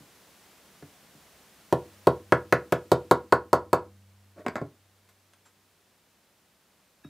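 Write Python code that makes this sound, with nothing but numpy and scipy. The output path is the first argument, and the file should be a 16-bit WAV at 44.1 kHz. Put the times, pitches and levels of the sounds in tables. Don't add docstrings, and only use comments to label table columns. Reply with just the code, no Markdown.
import sys
import numpy as np
from scipy import signal
from scipy.fft import rfft, irfft
from scipy.io import wavfile
from scipy.ndimage import uniform_filter1d

SR = 44100
rng = np.random.default_rng(int(sys.argv[2]) if len(sys.argv) > 2 else 0)


def unload_wav(signal):
    wavfile.write(
        sys.argv[1],
        SR,
        np.round(np.clip(np.atleast_2d(signal).T, -1, 1) * 32767).astype(np.int16),
    )


N = 312662
EVENT_SAMPLES = 32768
EVENT_T, SCENE_T = np.arange(EVENT_SAMPLES) / SR, np.arange(N) / SR
BIN_HZ = np.fft.rfftfreq(EVENT_SAMPLES, 1 / SR) + 1e-3

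# frequency in Hz, relative density in dB.
HISS_SPECTRUM = [(15, -50.5), (25, -19), (69, -2), (103, -6.5), (202, 1.5), (264, -4), (344, -3), (558, -4),
                 (856, -6), (1630, -8), (3090, -10.5), (13800, -17.5), (15000, -18)]
# frequency in Hz, t60 in seconds.
ROOM_DECAY = [(80, 0.1806), (200, 0.35), (500, .21), (1200, 0.22), (4000, 0.18), (8000, .13),
              (15000, 0.067)]
# start in seconds, relative level in dB, rise in seconds,
# scrape t60 in seconds, ring frequency in Hz, ring trim in dB.
PART_TICKS = [(5.087, -21.5, .004, 0.065, 12500, -6), (5.334, -21, 0.00044, 0.04, 9050, -12),
              (5.452, -20, .02, 0.075, 7500, -4)]
# start in seconds, gain in dB.
SOFT_THUDS = [(.002, -45), (.826, -38.5), (1.147, -48.5), (4.616, -20), (7.048, -31)]
# start in seconds, force in dB, hardness from 0 to 1.
SET_DOWNS = [(.825, -45.5, .6), (4.45, -30.5, 0), (4.4638, -13, 0.8), (4.4824, -17, 1), (4.556, -18, 1),
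             (4.5653, -21, 0.85), (4.580, -22.5, 0.5), (4.615, -14.5, 0), (4.6221, -24, 0)]
# start in seconds, force in dB, contact corner in Hz, knock in dB, snap in dB.
HAMMER_BLOWS = [(1.7255, -2.5, 857, 4, -8), (2.0705, 1.9, 1100, -1.5, -5), (2.3224, 2, 1860, -2.5, -4.5),
                (2.5246, 2, 2260, -5.5, 1.5), (2.723, -0.5, 1480, -9, 0), (2.9172, 5, 1050, -5, 3),
                (3.1115, 4.5, 1250, 1.5, 5.5), (3.3236, 5.5, 1460, 3, 2.5), (3.5303, 5.5, 1280, 3.5, 6.5),
                (3.7304, 5.5, 1260, 3, 6)]

# frequency in Hz, gain in dB.
RUB_SPECTRUM = [(80, -29), (300, 1), (800, -0.5), (1050, -2), (1450, 1), (2200, -4.5), (4000, -10),
                (9000, -11.5), (16000, -25)]
SLIDE_SPECTRUM = [(80, -17), (260, 7), (450, -1), (620, 7), (800, -12.5), (1050, -7.5), (1800, -13.5),
                  (3000, -25.5), (16000, -37)]
CLACK_SPECTRUM = [(100, -11), (240, 35.5), (380, 8), (650, 32), (1100, 24.5), (2100, 19.5), (2900, 0),
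                  (4600, 7), (5900, -4.5), (7300, 2), (9000, -10), (15000, -13)]
SNAP_SPECTRUM = [(300, -21.5), (1500, 11.5), (2300, 3.5), (3300, 3), (4400, 1), (5400, -3), (7700, -2.5),
                 (9500, -5), (12000, -5), (14000, -7), (16000, -12)]

# frequency in Hz, nominal width in Hz, gain in dB.
BENCH_MODES = [(78.03, 5.6, 25), (123, 11, 30.5), (139.6, 9.2, 29), (164.6, 21, 31), (248, 13, 28.5),
               (270, 110, 25), (323.5, 6.4, 25.5), (347.3, 45, 34.5), (425.9, 78, 33), (498.7, 37, 33.5),
               (550, 10, 31.5), (582, 68, 31.5), (684, 56.5, 31.5), (764.4, 68, 28), (810.6, 15, 29.5),
               (941, 66, 32.5), (1085, 43, 30), (1130, 6.4, 25.5), (1300, 71, 29.5), (1410, 98, 28.5),
               (1466, 16, 32.5), (1615, 90, 26.5), (1700, 100, 28.5), (1964, 31.3, 25), (2011, 35, 26),
               (2131, 280, 23), (2510, 187, 21.5), (2860, 550, 24)]
# frequency in Hz, relative level in dB, t60 in seconds.
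TOOL_MODES = [(1668, -42.5, 0.068), (2595, -50.5, .12), (3780, -50.5, 0.18), (5356, -61.5, .2)]
THUD_MODES = [(94, -10, 0.2), (148, 2, 0.12), (247, 2, 0.067), (285.3, 0, 0.11), (616, -13.5, 0.083)]
HUM_MODES = [(96.07, -53.5, 5.0), (199.2, -56.5, 2.1), (319, -41, .36), (489, -19.5, .24)]
HEAD_MODES = [(6460, -44.5, .02), (7800, -43, 0.044), (7720, -41.5, .042)]
POST_MODES = [(4370, -21, 0.00818)]


def amp(db):
    return 10 ** (np.asarray(db) / 20)


def fade(t, t60_s):
    return np.exp(-np.log(1000) * t / t60_s)


def along(points, hz):
    point_hz, values = np.transpose(points)
    return np.interp(np.log(hz + 1), np.log(point_hz), values)


def between(at_0, at_1, share):
    return at_0 + (at_1 - at_0) * np.clip(share, 0, 1)


def band(hz, centre_hz, width_oct):
    return np.exp(-(np.log2(hz / centre_hz) / width_oct) ** 2)


def add(track, start_s, sound):
    start = max(round(start_s * SR), 0)
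    track[start:start + len(sound)] += sound[:N - start]


def minimum_phase(gain):
    cepstrum = irfft(np.log(np.maximum(gain, 1e-6)))
    cepstrum[1:EVENT_SAMPLES // 2] *= 2
    cepstrum[EVENT_SAMPLES // 2 + 1:] = 0
    return np.exp(rfft(cepstrum))


def burst(envelope, spectrum):
    noise = envelope * rng.standard_normal(EVENT_SAMPLES)
    return irfft(rfft(noise / np.linalg.norm(noise)) * minimum_phase(amp(along(spectrum, BIN_HZ))))


def ring(modes, t=EVENT_T):
    return sum(amp(db) * fade(t, t60_s) * np.sin(2 * np.pi * hz * t) for hz, db, t60_s in modes)


def hiss(level_db=-57.5):
    colour = amp(along(HISS_SPECTRUM, np.fft.rfftfreq(N, 1 / SR)))
    mid = irfft(rfft(rng.standard_normal(N)) * colour, N)
    side = amp(-7.5) * rng.standard_normal(N)
    return (mid / mid.std() + np.array([side, -side])) * amp(level_db)


def workshop(direct, build_s=0.0034, low_cut_hz=330):
    hz, t, bins = signal.stft(rng.standard_normal(EVENT_SAMPLES), SR, nperseg=256)
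    bins = bins * fade(t, along(ROOM_DECAY, hz)[:, None])
    tail = signal.istft(bins, SR, nperseg=256)[1][:EVENT_SAMPLES]
    tail *= 1 - np.exp(-(EVENT_T / build_s) ** 2)
    tail = signal.sosfilt(signal.butter(2, low_cut_hz, "high", fs=SR, output="sos"), tail)
    return signal.fftconvolve(direct, tail / np.linalg.norm(tail))[:N]


def small_parts():
    track = np.zeros(N)
    for start_s, level_db, rise_s, t60_s, ring_hz, ring_db in PART_TICKS:
        swell = 1 - np.exp(-EVENT_T / rise_s)
        scrape = amp(6.5) * burst(swell * fade(EVENT_T, t60_s), RUB_SPECTRUM)
        tone = swell * ring([(ring_hz, 0, .1)])
        tone *= amp(ring_db - 5.5) / np.linalg.norm(tone)
        add(track, start_s, amp(level_db) * (scrape + tone))
    return track


def strike(force_db, thump_db, knock_db, corner_hz, snap_db, steel_db, snap_spectrum, scatter_db):
    scatter = amp(scatter_db * rng.standard_normal(len(BENCH_MODES)))
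    wood = 0
    for k, (hz, width_hz, db) in enumerate(BENCH_MODES):
        damping = 1j * BIN_HZ * max(width_hz, 0.023 * hz)
        wood += (-1) ** k * scatter[k] * amp(db) * damping / (hz ** 2 - BIN_HZ ** 2 + damping)
    spot = amp(thump_db * band(BIN_HZ, 140, 0.32) + knock_db * band(BIN_HZ, 1000, .5))
    push = 1 / np.sqrt((1 + (BIN_HZ / corner_hz) ** 10) * (1 + (73 / BIN_HZ) ** 10))
    bench = irfft(wood * minimum_phase(spot * push))
    snap = burst(fade(EVENT_T, .012) + 0.34 * fade(EVENT_T, 0.069), snap_spectrum)
    return amp(force_db) * bench + amp(snap_db) * snap + amp(steel_db) * ring(HEAD_MODES)


def handling(slide_s=4.358, nudge_s=7.039, brush_s=7.047):
    track = np.zeros(N)
    for start_s, force_db, hardness in SET_DOWNS:
        contact = strike(force_db, thump_db=between(4, -2, hardness), knock_db=-1.5,
                         corner_hz=between(890, 2000, hardness),
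                         snap_db=force_db + between(-10.5, 7.5, hardness),
                         steel_db=force_db + between(-9, 15, hardness),
                         snap_spectrum=CLACK_SPECTRUM, scatter_db=5.5)
        add(track, start_s, contact)
    thud = ring(THUD_MODES) * (1 - fade(EVENT_T, 0.025)) ** 2
    for start_s, gain_db in SOFT_THUDS:
        add(track, start_s, amp(gain_db) * thud)
    slide_swell = np.exp(-((EVENT_T - 0.039) / 0.028) ** 2)
    add(track, slide_s, amp(5.5) * burst(slide_swell, SLIDE_SPECTRUM))
    add(track, nudge_s, ring(TOOL_MODES) * (1 - fade(EVENT_T, .02)))
    add(track, brush_s, amp(-1) * burst(fade(EVENT_T, t60_s=0.041), SLIDE_SPECTRUM))
    return track


def hammer(loose_s=2.5, seated_s=3.3, hum_rise_s=.03):
    track = np.zeros(N)
    hum = ring(HUM_MODES, SCENE_T) * (1 - fade(SCENE_T, hum_rise_s)) ** 2
    for start_s, force_db, corner_hz, knock_db, snap_db in HAMMER_BLOWS:
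        seated = (start_s - loose_s) / (seated_s - loose_s)
        thump_db, bite_db = between(1.5, -3.5, seated), between(3, -4, seated)
        spectrum = [(hz, db + bite_db * band(hz, 3100, 0.57)) for hz, db in SNAP_SPECTRUM]
        steel_db = -8.5 + 2.6 * force_db
        blow = strike(force_db, thump_db, knock_db, corner_hz, snap_db, steel_db, spectrum,
                      scatter_db=1.5)
        add(track, start_s, blow)
        add(track, start_s, amp(steel_db) * ring(POST_MODES))
        add(track, start_s, amp(force_db) * hum)
    return track


def scene():
    direct = hammer() + handling() + small_parts()
    balance_db = [[-.1], [.1]]
    return (direct + amp(-10.5) * workshop(direct)) * amp(balance_db) + hiss()


def gain_control(x, threshold_db=-13.5, meter_s=0.017, attack_s=.06):
    power = np.abs(uniform_filter1d(x.mean(axis=0) ** 2, round(meter_s * SR)))
    excess_db = np.maximum(10 * np.log10(power + 1e-12) - threshold_db, 0)
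    cut_db = np.maximum.accumulate(excess_db)
    pole = np.exp(-1 / (attack_s * SR))
    return x * amp(-signal.lfilter([1 - pole], [1, -pole], cut_db))


def record(dry, low_cut_hz=25, top_hz=15500, ceiling=.8):
    low_cut = signal.butter(1, low_cut_hz, "high", fs=SR, output="sos")
    levelled = gain_control(signal.sosfilt(low_cut, dry))
    rounded = levelled / (1 + (np.abs(levelled) / ceiling) ** 6) ** (1 / 6)
    return signal.sosfilt(signal.ellip(10, .1, 90, top_hz, fs=SR, output="sos"), rounded)


dry = scene()
out = record(dry)
unload_wav(out)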